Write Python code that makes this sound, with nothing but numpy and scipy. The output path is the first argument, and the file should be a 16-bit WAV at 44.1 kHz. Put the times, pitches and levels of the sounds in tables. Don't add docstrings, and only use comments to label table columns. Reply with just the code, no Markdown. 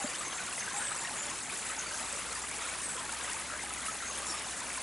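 import sys
import numpy as np
from scipy import signal
from scipy.io import wavfile
from scipy.ndimage import uniform_filter1d

SR = 44100
rng = np.random.default_rng(int(sys.argv[2]) if len(sys.argv) > 2 else 0)


def gain_from_db(level_db):
    decades = np.asarray(level_db, float) / 20
    return 10 ** decades


def pcm_store(signal):
    levels = np.round(np.clip(np.atleast_2d(signal), -1, 1) * 32767)
    wavfile.write(sys.argv[1], SR, levels.astype(np.int16).T)


N = 212948

# (time [s], peak level [dB], pitch [Hz])
NEAR_DROPS = [(0.1505, -25, 8740), (0.4633, -28, 7250), (1.019, -25, 7700), (1.2216, -27, 7250),
              (1.2994, -22.5, 6700), (3.9439, -26, 9700), (1.434, -28, 7700), (1.976, -25, 7000),
              (2.127, -21, 8000), (2.162, -21, 8140), (2.3283, -25, 7010), (2.351, -25, 8170),
              (2.4195, -26, 7260), (2.5124, -23, 8600), (2.5701, -27, 7900), (2.6256, -25, 7200),
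              (3.051, -27, 8220), (3.1232, -20, 8700), (3.1453, -22, 10000), (3.332, -23, 7300),
              (3.673, -23.5, 10700), (3.737, -19, 9600), (3.863, -20.5, 10100), (4.155, -25, 9000),
              (4.186, -19, 10700), (4.2677, -23, 7200), (4.6028, -23, 7800), (4.7045, -29, 7400),
              (4.7361, -23, 9400), (4.775, -24, 9040)]


def rms_one(x):
    return x / np.sqrt(np.mean(x ** 2) + 1e-20)


def in_time(rows):
    s, *columns = np.transpose(rows)
    return [np.interp(np.arange(N) / SR, s, column) for column in columns]


def at_hz(points, hz):
    point_hz, value = np.transpose(points)
    return np.interp(np.log(hz), np.log(point_hz), value)


def drift(rate_hz):
    pole = np.exp(-80 * np.pi * rate_hz / SR)
    noise = rng.standard_normal(N // 40 + 2002)
    slow = signal.lfilter([1], [1, -2 * pole, pole * pole], noise)[2000:]
    return np.interp(np.arange(N) / 40, np.arange(len(slow)), rms_one(slow))


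def place(shapes, s, pan_db):
    starts = np.round(s * SR).astype(int)
    at = (starts[:, None] + np.arange(shapes.shape[1])).ravel()
    sides = []
    for sign in (1, -1):
        panned = shapes * gain_from_db(sign * pan_db / 2)[:, None]
        sides.append(np.bincount(at, panned.ravel(), N)[:N])
    return np.array(sides)


def pings(s, db, hz, t60, rise, pan_db, size=2000, swell_cycles=4.2):
    t = np.arange(size) / SR
    db, hz, t60, rise = [v[:, None] for v in (db, hz, t60, rise)]
    swell = 1 - np.exp(-t * hz / swell_cycles)
    phase = 2 * np.pi * hz * (t + rise * t ** 2 / (2 * t60))
    fade = np.clip((size / SR - t) * 200, 0, 1)
    return place(gain_from_db(db - 60 * t / t60) * swell * fade * np.sin(phase), s, pan_db)


def scatter(x, t60, build_s, spread):
    t = np.arange(20000) / SR
    shared, left, right = rng.standard_normal((3, len(t)))
    envelope = gain_from_db(-60 * t / t60) * (1 - np.exp(-t / build_s))
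    tail = (shared + spread * np.array([left, right])) * envelope
    tail /= np.sqrt(np.mean(np.sum(tail ** 2, axis=1)))
    return signal.fftconvolve(x[None], tail, axes=1)[:, :N]


def engine():
    # (time [s], pitch [Hz], level [dB rms])
    drone = [(0.0, 59.5, -67.5), (0.6, 57.1, -71), (2.45, 59.9, -60.5), (2.94, 63.4, -62.5),
             (4.42, 65, -61.5), (4.83, 62, -63.5)]
    hz, db = in_time(drone)
    phase = 2 * np.pi * np.cumsum(hz + 0.59 * drift(3.0)) / SR
    lag = 0.15 * drift(6.7) * np.array([[1], [-1]])
    return gain_from_db(db + 4.0 + 1.2 * drift(2.5)) * np.sin(phase + lag)


def glides(rows, waver_size, flutter_db):
    out = np.zeros(N)
    for s, length_s, first_hz, last_hz, db, waver_hz in rows:
        u = np.arange(int(length_s * SR)) / (length_s * SR)
        slow = uniform_filter1d(rng.standard_normal((2, 6000)), size=waver_size)
        waver, flutter = rms_one(slow)[:, :len(u)]
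        hz = first_hz + (last_hz - first_hz) * u + waver_hz * waver
        shape = gain_from_db(flutter_db * flutter) * np.sin(np.pi * u) ** .5
        note = gain_from_db(db + 2.5) * rms_one(shape) * np.sin(2 * np.pi * np.cumsum(hz) / SR)
        out[int(s * SR):][:len(u)] += note
    return out


def birds():
    # (time [s], length [s], first pitch [Hz], last pitch [Hz], level [dB rms])
    seeps = [(0.179, 0.023, 8250, 7580, -47.5), (0.342, 0.04, 7000, 7670, -50),
             (0.738, 0.034, 6450, 7630, -50), (0.767, 0.03, 8500, 8600, -45),
             (0.799, .045, 8650, 8400, -47), (.835, 0.061, 8270, 8000, -45), (1.664, .015, 7300, 7900, -49),
             (1.703, 0.016, 8200, 7600, -50), (1.779, 0.025, 6800, 6120, -43),
             (1.944, 0.015, 6500, 5970, -48), (2.418, 0.02, 7300, 7100, -51),
             (4.267, 0.028, 7100, 7300, -50), (1.575, 0.018, 7000, 7300, -50),
             (1.425, 0.016, 7600, 6530, -52), (4.455, 0.015, 6300, 6700, -52)]
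    # (time [s], length [s], first pitch [Hz], last pitch [Hz], level [dB rms])
    whistles = [(0.025, 0.02, 6400, 7500, -45.5), (0.04, 0.025, 7480, 7400, -48),
                (0.243, 0.044, 6180, 6460, -49.5), (0.307, 0.062, 6250, 6400, -53),
                (0.595, 0.021, 6280, 6410, -44.5), (.765, 0.039, 7300, 7500, -48),
                (0.911, 0.023, 8150, 8100, -48), (0.96, .015, 8100, 8050, -51), (.72, .04, 6200, 6300, -58),
                (0.983, 0.018, 7300, 7030, -45), (1.178, 0.042, 6940, 7120, -45),
                (1.385, 0.042, 7900, 8220, -52), (2.774, 0.038, 9200, 8500, -52),
                (2.83, 0.038, 8600, 8600, -46.5), (2.92, .05, 8450, 8450, -55),
                (2.92, .045, 7750, 7650, -55), (2.82, 0.07, 8200, 8050, -50),
                (2.881, 0.034, 8030, 7820, -49), (3.861, .09, 6830, 6560, -57),
                (3.996, 0.042, 6900, 6530, -56), (4.045, 0.085, 6530, 6450, -52)]
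    # (time [s], length [s], pitch [Hz], level [dB rms])
    chips = [(.075, 0.015, 4780, -52), (1.041, 0.028, 5600, -53), (1.86, 0.019, 4620, -51),
             (1.976, .03, 5030, -56), (2.345, 0.022, 4820, -52), (3.984, .015, 6100, -54),
             (4.255, .03, 5500, -59), (4.288, 0.034, 5550, -47), (4.355, .022, 5130, -57),
             (4.295, 0.03, 4620, -59), (4.318, 0.016, 5140, -47), (4.365, 0.03, 5540, -57)]
    seep_waver_hz, whistle_waver_hz, chip_waver_hz, chip_sag_hz = 250, 70, 35, 40
    wood_t60_s = 0.56

    high = [(*note, seep_waver_hz) for note in seeps]
    high += [(*note, whistle_waver_hz) for note in whistles]
    low = [(s, length_s, hz, hz - chip_sag_hz, db, chip_waver_hz) for s, length_s, hz, db in chips]
    voice = glides(high, waver_size=70, flutter_db=4.5) + glides(low, waver_size=120, flutter_db=3.0)
    return gain_from_db(4.5) * voice + gain_from_db(2.0) * scatter(voice, wood_t60_s, build_s=0.0033, spread=0.28)


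def bumps():
    # (time [s], peak level [dB], pitch [Hz], t60 [s])
    knocks = [
        (0.043, -28.5, 250, 0.033),
        (.805, -42, 242, 0.033),
        (1.289, -39.5, 273, 0.031),
        (.27, -45, 287, .04),
        (4.3, -45, 326, 0.063),
    ]
    s, db, hz, t60 = np.transpose(knocks)
    return pings(s, db + 8.5, hz, t60, 0 * s, 0 * s, size=3000, swell_cycles=0.84)


def wash(babble_db, spray_db):
    # (frequency [Hz], density [dB per Hz])
    wash_spectrum = [(20, -23), (40, -9), (107, -4), (280, -0.5), (430, -9.5), (620, -4.5), (1230, -1.5),
                     (2050, -1.5), (3320, -6.5), (5120, -7.5), (6500, -7), (8000, 1), (10200, -5.5),
                     (14000, -7)]
    # (frequency [Hz], left-right likeness [0-1])
    likeness = [(60, 1), (140, 1), (350, 0.77), (830, 0.92), (2000, 1), (4800, 0.92), (11500, 0.9)]
    surge_sizes_db = [(150, 0.062), (1000, 1.8), (8000, 1.6)]

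    out, together = 0, drift(7)
    band_hz = 25 * 2 ** np.arange(0, 9.3, .4)
    white = rng.standard_normal((2, 2, N))
    for k, (low, high) in enumerate(zip(band_hz, band_hz[1:])):
        band = signal.butter(2, [low, high], "band", fs=SR, output="sos")
        mid, side = signal.sosfilt(band, white[k % 2])
        hz = np.sqrt(low * high)
        alike = np.clip(at_hz(likeness, hz) - .03, 0, .995)
        surge_db = at_hz(surge_sizes_db, hz) * (0.29 * together + drift(24.3))
        follows = np.interp(np.log(hz / 1000), [-1.2, -.7], [0, 1])
        flow_db = follows * (babble_db if hz < 4500 else spray_db)
        stereo = np.sqrt(1 + alike) * mid + np.sqrt(1 - alike) * side * [[1], [-1]]
        out = out + gain_from_db(at_hz(wash_spectrum, hz) + surge_db + flow_db) * stereo
    return gain_from_db(-40) * rms_one(out)


def spray(flow_db):
    # (time [s], half length [s], lift [dB])
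    slops = [(.15, .05, 1.5), (0.582, .03, 9), (.78, .03, 1), (1.365, .02, 4.5), (1.55, 0.034, 5),
             (2.1, 0.33, 2.5), (2.63, .03, 1.5), (2.9, .015, 3), (3.12, .03, 2), (3.22, .015, 1),
             (3.33, .04, 2), (3.87, 0.028, 4), (4.17, 0.025, 2), (4.306, 0.032, 7), (4.763, .04, 2.5)]
    follows_flow, gust_db, gusts_hz = .3, 0.5, 12.0
    splash_db, splash_s = 1, 0.017

    t = np.arange(0, N, 40) / SR
    drop_s = np.array(NEAR_DROPS)[:, :1]
    s, half_s, lift_db = np.transpose(slops)[:, :, None]
    splash = splash_db * np.exp(-((t - drop_s) / splash_s) ** 2).max(axis=0)
    splash = splash + (lift_db * np.exp(-((t - s) / half_s) ** 2)).sum(axis=0)
    gusts = gust_db * drift(gusts_hz)
    total_db = follows_flow * flow_db + gusts + np.interp(np.arange(N) / SR, t, splash)
    return total_db - total_db.mean()


def spits(s, db, hz, t60, pan_db, count=4):
    late, spread = rng.random((2, len(s), count)) * (np.arange(count) > 0)
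    s = s[:, None] + .005 * late
    hz = hz[:, None] * (1 + 0.3 * spread * (-1) ** np.arange(count))
    late = late.ravel()
    db, t60, pan_db = [np.repeat(v, count) for v in (db, t60, pan_db)]
    db = db - 6 * late - 4 * (late > 0)
    return pings(s.ravel(), db + 5, hz.ravel(), t60, 0 * db, pan_db, size=400, swell_cycles=0.56)


def ticks():
    # (time [s], peak level [dB], pitch [Hz])
    spray_ticks = [(0.2508, -28, 7110), (0.5267, -27, 7560), (0.5686, -28, 10300), (0.602, -25, 6440),
                   (0.7662, -23, 7410), (0.7871, -23, 8080), (0.8949, -23, 8140), (0.9622, -25, 8080),
                   (1.0114, -26, 7760), (1.1179, -27, 7780), (1.1662, -27, 6940), (1.2675, -23, 7080),
                   (1.3588, -27, 9230), (1.3714, -27, 9900), (1.3814, -27, 8060), (1.5224, -31, 7510),
                   (1.5424, -29, 9130), (1.5574, -25, 10500), (1.5724, -29, 7000), (1.5934, -27, 7100),
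                   (1.8123, -25, 6340), (1.9374, -26, 5990), (2.0028, -29, 7450), (2.0462, -26, 7830),
                   (2.3256, -29, 10200), (2.4962, -27, 7810), (2.6544, -31, 9360), (2.7317, -27, 9600),
                   (2.7611, -32, 9810), (2.8174, -24, 8130), (2.8928, -26, 7840), (2.9594, -31, 9520),
                   (3.3004, -29, 7540), (3.8734, -28, 6480), (4.0218, -31, 6740), (4.0574, -30, 6470),
                   (4.1121, -28, 6890), (4.1754, -25, 10300), (4.2124, -32, 8280), (4.3954, -26, 8770),
                   (4.4984, -27, 10700), (4.6912, -31, 8050)]
    # (time [s], peak level [dB], pitch [Hz])
    pips = [(0.0757, -36, 2780), (0.1173, -36, 2370), (0.1444, -30.5, 3030), (0.213, -33, 2820),
            (0.3242, -32, 3170), (0.5272, -31, 2680), (0.6085, -36, 3140), (0.622, -34, 2780),
            (0.6664, -36, 2720), (0.7462, -35, 2460), (0.8894, -36, 2990), (0.9093, -35, 3800),
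            (1.0497, -34, 3710), (1.074, -30.5, 2760), (1.2575, -36, 3590), (1.283, -31, 3380),
            (1.3099, -37, 2470), (1.4012, -36, 2510), (1.4965, -31, 2270), (1.701, -33, 2540),
            (1.8692, -34, 2330), (2.1056, -35, 2570), (2.3131, -32, 4060), (2.4713, -36, 2770),
            (2.6244, -32, 3720), (2.6534, -36, 2380), (2.6873, -36, 2370), (2.7197, -36, 2430),
            (2.738, -33, 2450), (2.8055, -35, 2920), (2.8968, -35, 2590), (2.9677, -37, 3350),
            (2.9926, -34, 3170), (3.0594, -39, 2480), (3.1128, -35, 3820), (3.1288, -34, 2300),
            (3.2131, -34, 3750), (3.2979, -30, 2780), (3.3682, -35, 2280), (3.3977, -38, 2530),
            (3.5952, -36, 2360), (3.702, -36, 2910), (3.8676, -38, 2300), (3.8676, -32, 2770),
            (3.903, -38, 2360), (3.9549, -39, 2660), (4.1111, -33, 2700), (4.1834, -34, 3430),
            (4.3206, -37, 2450), (4.3395, -37, 2340), (4.3884, -31.5, 3800), (4.4458, -35, 2810),
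            (4.4852, -35, 3400), (4.5201, -32, 3850), (4.6653, -34, 2340), (4.7027, -34, 2300)]
    s, db, hz = np.transpose(spray_ticks)
    out = spits(s, db - 4, hz, 22 / hz, 0 * s, count=3)
    s, db, hz = np.transpose(pips)
    climb, side = rng.random((len(s), 2)).T
    pan_db = 5 * (side - .5)
    return out + pings(s - .001, db, hz, 55 / hz, .12 * climb, pan_db, size=1200, swell_cycles=1.5)


def droplets(spray_db, count=900):
    # (frequency [Hz], gain [dB])
    mic_colour = [(3000, -14), (5200, -1), (7000, 1), (11000, 9.5)]
    s, pitch, life, side, size = rng.random((count, 5)).T
    hz = 3000 * 3.9 ** (pitch ** .5)
    db = -43 - 2.2 * np.log(size + 0.15) + at_hz(mic_colour, hz)
    db = db + 0.5 * spray_db[(s * N).astype(int)]
    far = spits(s * N / SR, db, hz, (12 + 40 * life) / hz, 8 * (side - .5))

    s, db, hz = np.transpose(NEAR_DROPS)
    near = spits(s, db - 5.5, hz, 32 / hz, 0 * s)
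    slap = pings(s, db - 11, hz / 3.6, 25 / hz, 0 * s, 0 * s, size=400, swell_cycles=0.5)
    return far + near + slap


def babble(babble_db, count=4700):
    # (pitch [Hz], level [dB])
    bubble_levels = [(250, -19.5), (560, -12), (1200, -2), (2200, 0), (4500, -1.5)]
    s, pitch, life, climb, side, size = rng.random((count, 6)).T
    hz = 300 * 15 ** pitch
    db = -40.3 + at_hz(bubble_levels, hz) - 1.5 * np.log(size + 0.12)
    db = db + 2.3 * babble_db[(s * N).astype(int)]
    t60 = (14 + 55 * life ** 2) / hz
    return pings(s * N / SR, db, hz, t60, 0.31 * climb, 9 * (side - .5), size=1200, swell_cycles=0.58)


def gurgles(count=7):
    # (time [s], length [s], first pitch [Hz], last pitch [Hz], level [dB])
    pockets = [(.0, 0.025, 776, 800, -41.5), (0.8, .025, 1460, 1500, -41), (5, .04, 1260, 1210, -43.5),
               (1.06, 0.068, 1130, 776, -44), (0.76, 0.05, 800, 860, -47), (.915, .06, 1500, 900, -43),
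               (1.7, 0.035, 2010, 1170, -41), (1, 0.048, 1074, 840, -43.5), (2.607, 0.088, 1290, 1260, -48),
               (0.8, 0.075, 1610, 1700, -41), (0.8, 0.05, 870, 1080, -50), (4.025, .025, 1330, 1500, -41),
               (.60, .05, 1750, 1480, -46), (2.5, 0.048, 2050, 2690, -42), (3, .11, 810, 900, -48),
               (3.5, .04, 540, 580, -49), (2.5, .04, 950, 820, -51), (3.5, 0.062, 560, 573, -57),
               (1.9, .05, 526, 640, -51), (2, .04, 600, 830, -47), (1.78, .025, 1400, 1490, -43.5),
               (3.5, .1, 1500, 1900, -42), (3.5, 0.057, 1320, 1590, -39), (4, 0.074, 1530, 2220, -40.5),
               (4, 0.038, 1790, 2550, -43)]
    s, length_s, first_hz, last_hz, db = np.transpose(pockets)[:, :, None]
    jitter, detune, size, climb = rng.random((len(s), 4, count)).transpose(1, 0, 2)
    u = (np.arange(count) + jitter) / count
    hz = (first_hz + (last_hz - first_hz) * u) * (1 + 0.082 * (detune - .5))
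    hz = hz.ravel()
    db = (db + 1.5 + 6 * (size - .5)).ravel()
    s = (s + length_s * u).ravel()
    return pings(s, db, hz, 60 / hz, 0.13 * climb.ravel(), 0 * hz, swell_cycles=0.39)


def glugs():
    # (time [s], peak level [dB], pitch [Hz])
    single_bubbles = [(0.21, -21, 1210), (0.274, -28, 1030), (0.712, -24, 1056), (0.746, -23, 800), (0.787, -29, 900),
                      (0.916, -24, 1270), (0.947, -26, 996), (1.116, -33, 905), (1.257, -35, 875), (1.316, -24, 1057),
                      (1.699, -23, 1275), (2.002, -29, 1220), (2.042, -27, 1130), (2.336, -29, 1226),
                      (2.375, -26, 1030), (2.439, -29, 1170), (2.674, -27, 1070), (2.982, -23, 1007),
                      (3.128, -26.5, 887), (3.277, -26, 1250), (3.298, -26, 980), (3.344, -27, 890),
                      (3.398, -27, 1240), (3.884, -19, 1256), (4.101, -24.5, 1120), (4.244, -31, 1197),
                      (4.319, -30, 1216), (4.341, -24, 1180), (4.617, -25, 970), (4.779, -23, 1007),
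                      (0.405, -22.5, 1470), (0.581, -24, 2020), (0.609, -26, 1670), (0.68, -19, 1544),
              (1.05, -22, 1834), (.64, -27, 1480), (1.497, -23, 2420), (1.635, -34, 1310),
              (1.748, -29, 1960), (1.862, -25, 1355), (1.944, -23, 1566), (2.182, -30, 1950),
              (2.229, -32, 2110), (2.358, -25.5, 1815), (2.59, -27, 2220), (2.653, -24, 1360),
              (2.72, -25, 1450), (2.738, -32, 2460), (2.893, -26, 1480), (2.967, -31, 3260),
              (3.094, -27, 1394), (3.246, -27, 1910), (3.32, -28, 1890), (3.368, -28, 2254),
              (3.595, -25, 2090), (3.792, -31, 1410), (3.834, -24, 2120), (3.86, -28, 2110),
              (4.024, -24, 1340), (4.526, -32, 1510),
                      (0.04, -23.5, 576), (0.086, -31, 483), (0.32, -40, 706), (0.74, -27, 775), (0.874, -32, 558),
              (1.074, -29.5, 680), (1.216, -33, 570), (1.265, -32, 566), (1.609, -34, 720),
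              (2.132, -26.5, 542), (2.374, -33, 790), (2.842, -39, 570), (2.956, -31.5, 513),
              (3.441, -36, 894), (3.638, -28, 814), (3.736, -37, 776), (3.707, -26, 1286),
              (3.954, -30, 820), (.33, -28, 1640), (.795, -28, 1800), (3.042, -30, 1740), (2.62, -27, 1250),
              (3.365, -29, 1150), (1.525, -27, 1110), (1.915, -34, 900), (2.012, -30, 884),
              (4.109, -34, 847), (4.179, -30.5, 530), (4.465, -31.5, 780)]
    # (time [s], peak level [dB], pitch [Hz])
    trickle = [(0.1166, -36, 2380), (0.2304, -32, 1940), (1.4606, -36, 2200), (1.6511, -37, 1990),
               (1.9121, -33, 1540), (1.9864, -36, 1640), (2.3271, -35, 2100), (2.4394, -35, 2030),
               (2.5566, -40, 2200), (2.6044, -35, 1920), (2.6514, -36, 2400), (2.6898, -29, 2230),
               (2.7074, -35, 2220), (2.8335, -37, 2230), (3.1283, -33, 1670), (3.1542, -37, 1930),
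               (3.1991, -33, 1590), (3.3444, -35, 2480), (3.4231, -35, 2020), (3.4925, -35, 1900),
               (3.6094, -33, 2040), (3.8664, -34, 2130), (3.9724, -38, 2080), (4.3186, -37, 1960),
               (4.3715, -36, 1850), (4.4094, -34, 2100), (4.7032, -33, 2170)]
    ring_t60_s, pitch_power, loss_per_db = .062, 0.56, .004
    swell_lead_s = 0.001995

    louder_trickle = [(s, db + 3.5, hz) for s, db, hz in trickle]
    s, db, hz = np.transpose(single_bubbles + louder_trickle)
    s = s - swell_lead_s
    climb, side, *trail = rng.random((len(s), 6)).T
    t60 = ring_t60_s * (1000 / hz) ** pitch_power * np.exp(-loss_per_db * (db + 27.0))
    t60 = np.clip(t60, .01, .2)
    out = pings(s, db - 7.2, hz, 0.85 * t60, 0.21 * climb, 4 * (side - .5), size=3000, swell_cycles=2.0)
    for late, pitch in (trail[:2], trail[2:]):
        trail_s = s + 0.00389 + 0.039 * late
        trail_hz = hz * (.75 + .6 * pitch)
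        out += pings(trail_s, db - 11.0, trail_hz, 0.34 * t60, 0.16 * climb, 6 * (late - .5))
    out += gurgles()
    return out + gain_from_db(-6.0) * scatter(out.mean(axis=0), t60=0.19, build_s=0.0063, spread=0.42)


def scene():
    # (time [s], level [dB])
    vigour = [(0.0, -43), (1.12, -43), (1.25, -44.5), (1.3, -43), (1.44, -45), (1.53, -43), (2.41, -43.5),
              (2.53, -44.5), (2.72, -41.5), (2.79, -45), (3.27, -42), (3.52, -45.5), (3.76, -44.5),
              (3.87, -42), (3.98, -45.5), (4.3, -42.5), (4.55, -44.5), (4.83, -43)]
    left_db = 0.44
    flow_db, = in_time(vigour)
    flow_db = flow_db - flow_db.mean()
    spray_db = spray(flow_db)
    water = wash(0.45 * flow_db, 0.49 * spray_db) + babble(0.4 * flow_db)
    water = water + glugs() + droplets(spray_db) + ticks()
    return (water + birds() + engine() + bumps()) * gain_from_db(np.array([[left_db], [-left_db]]))


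def low_pass(x):
    return signal.sosfilt(signal.butter(12, 12130, fs=SR, output="sos"), x)


def record(dry):
    top_hz = 11030
    cut = signal.ellip(14, .3, 55, top_hz, fs=SR, output="sos")
    return low_pass(signal.sosfilt(cut, dry))


dry = scene()
out = record(dry)
pcm_store(out)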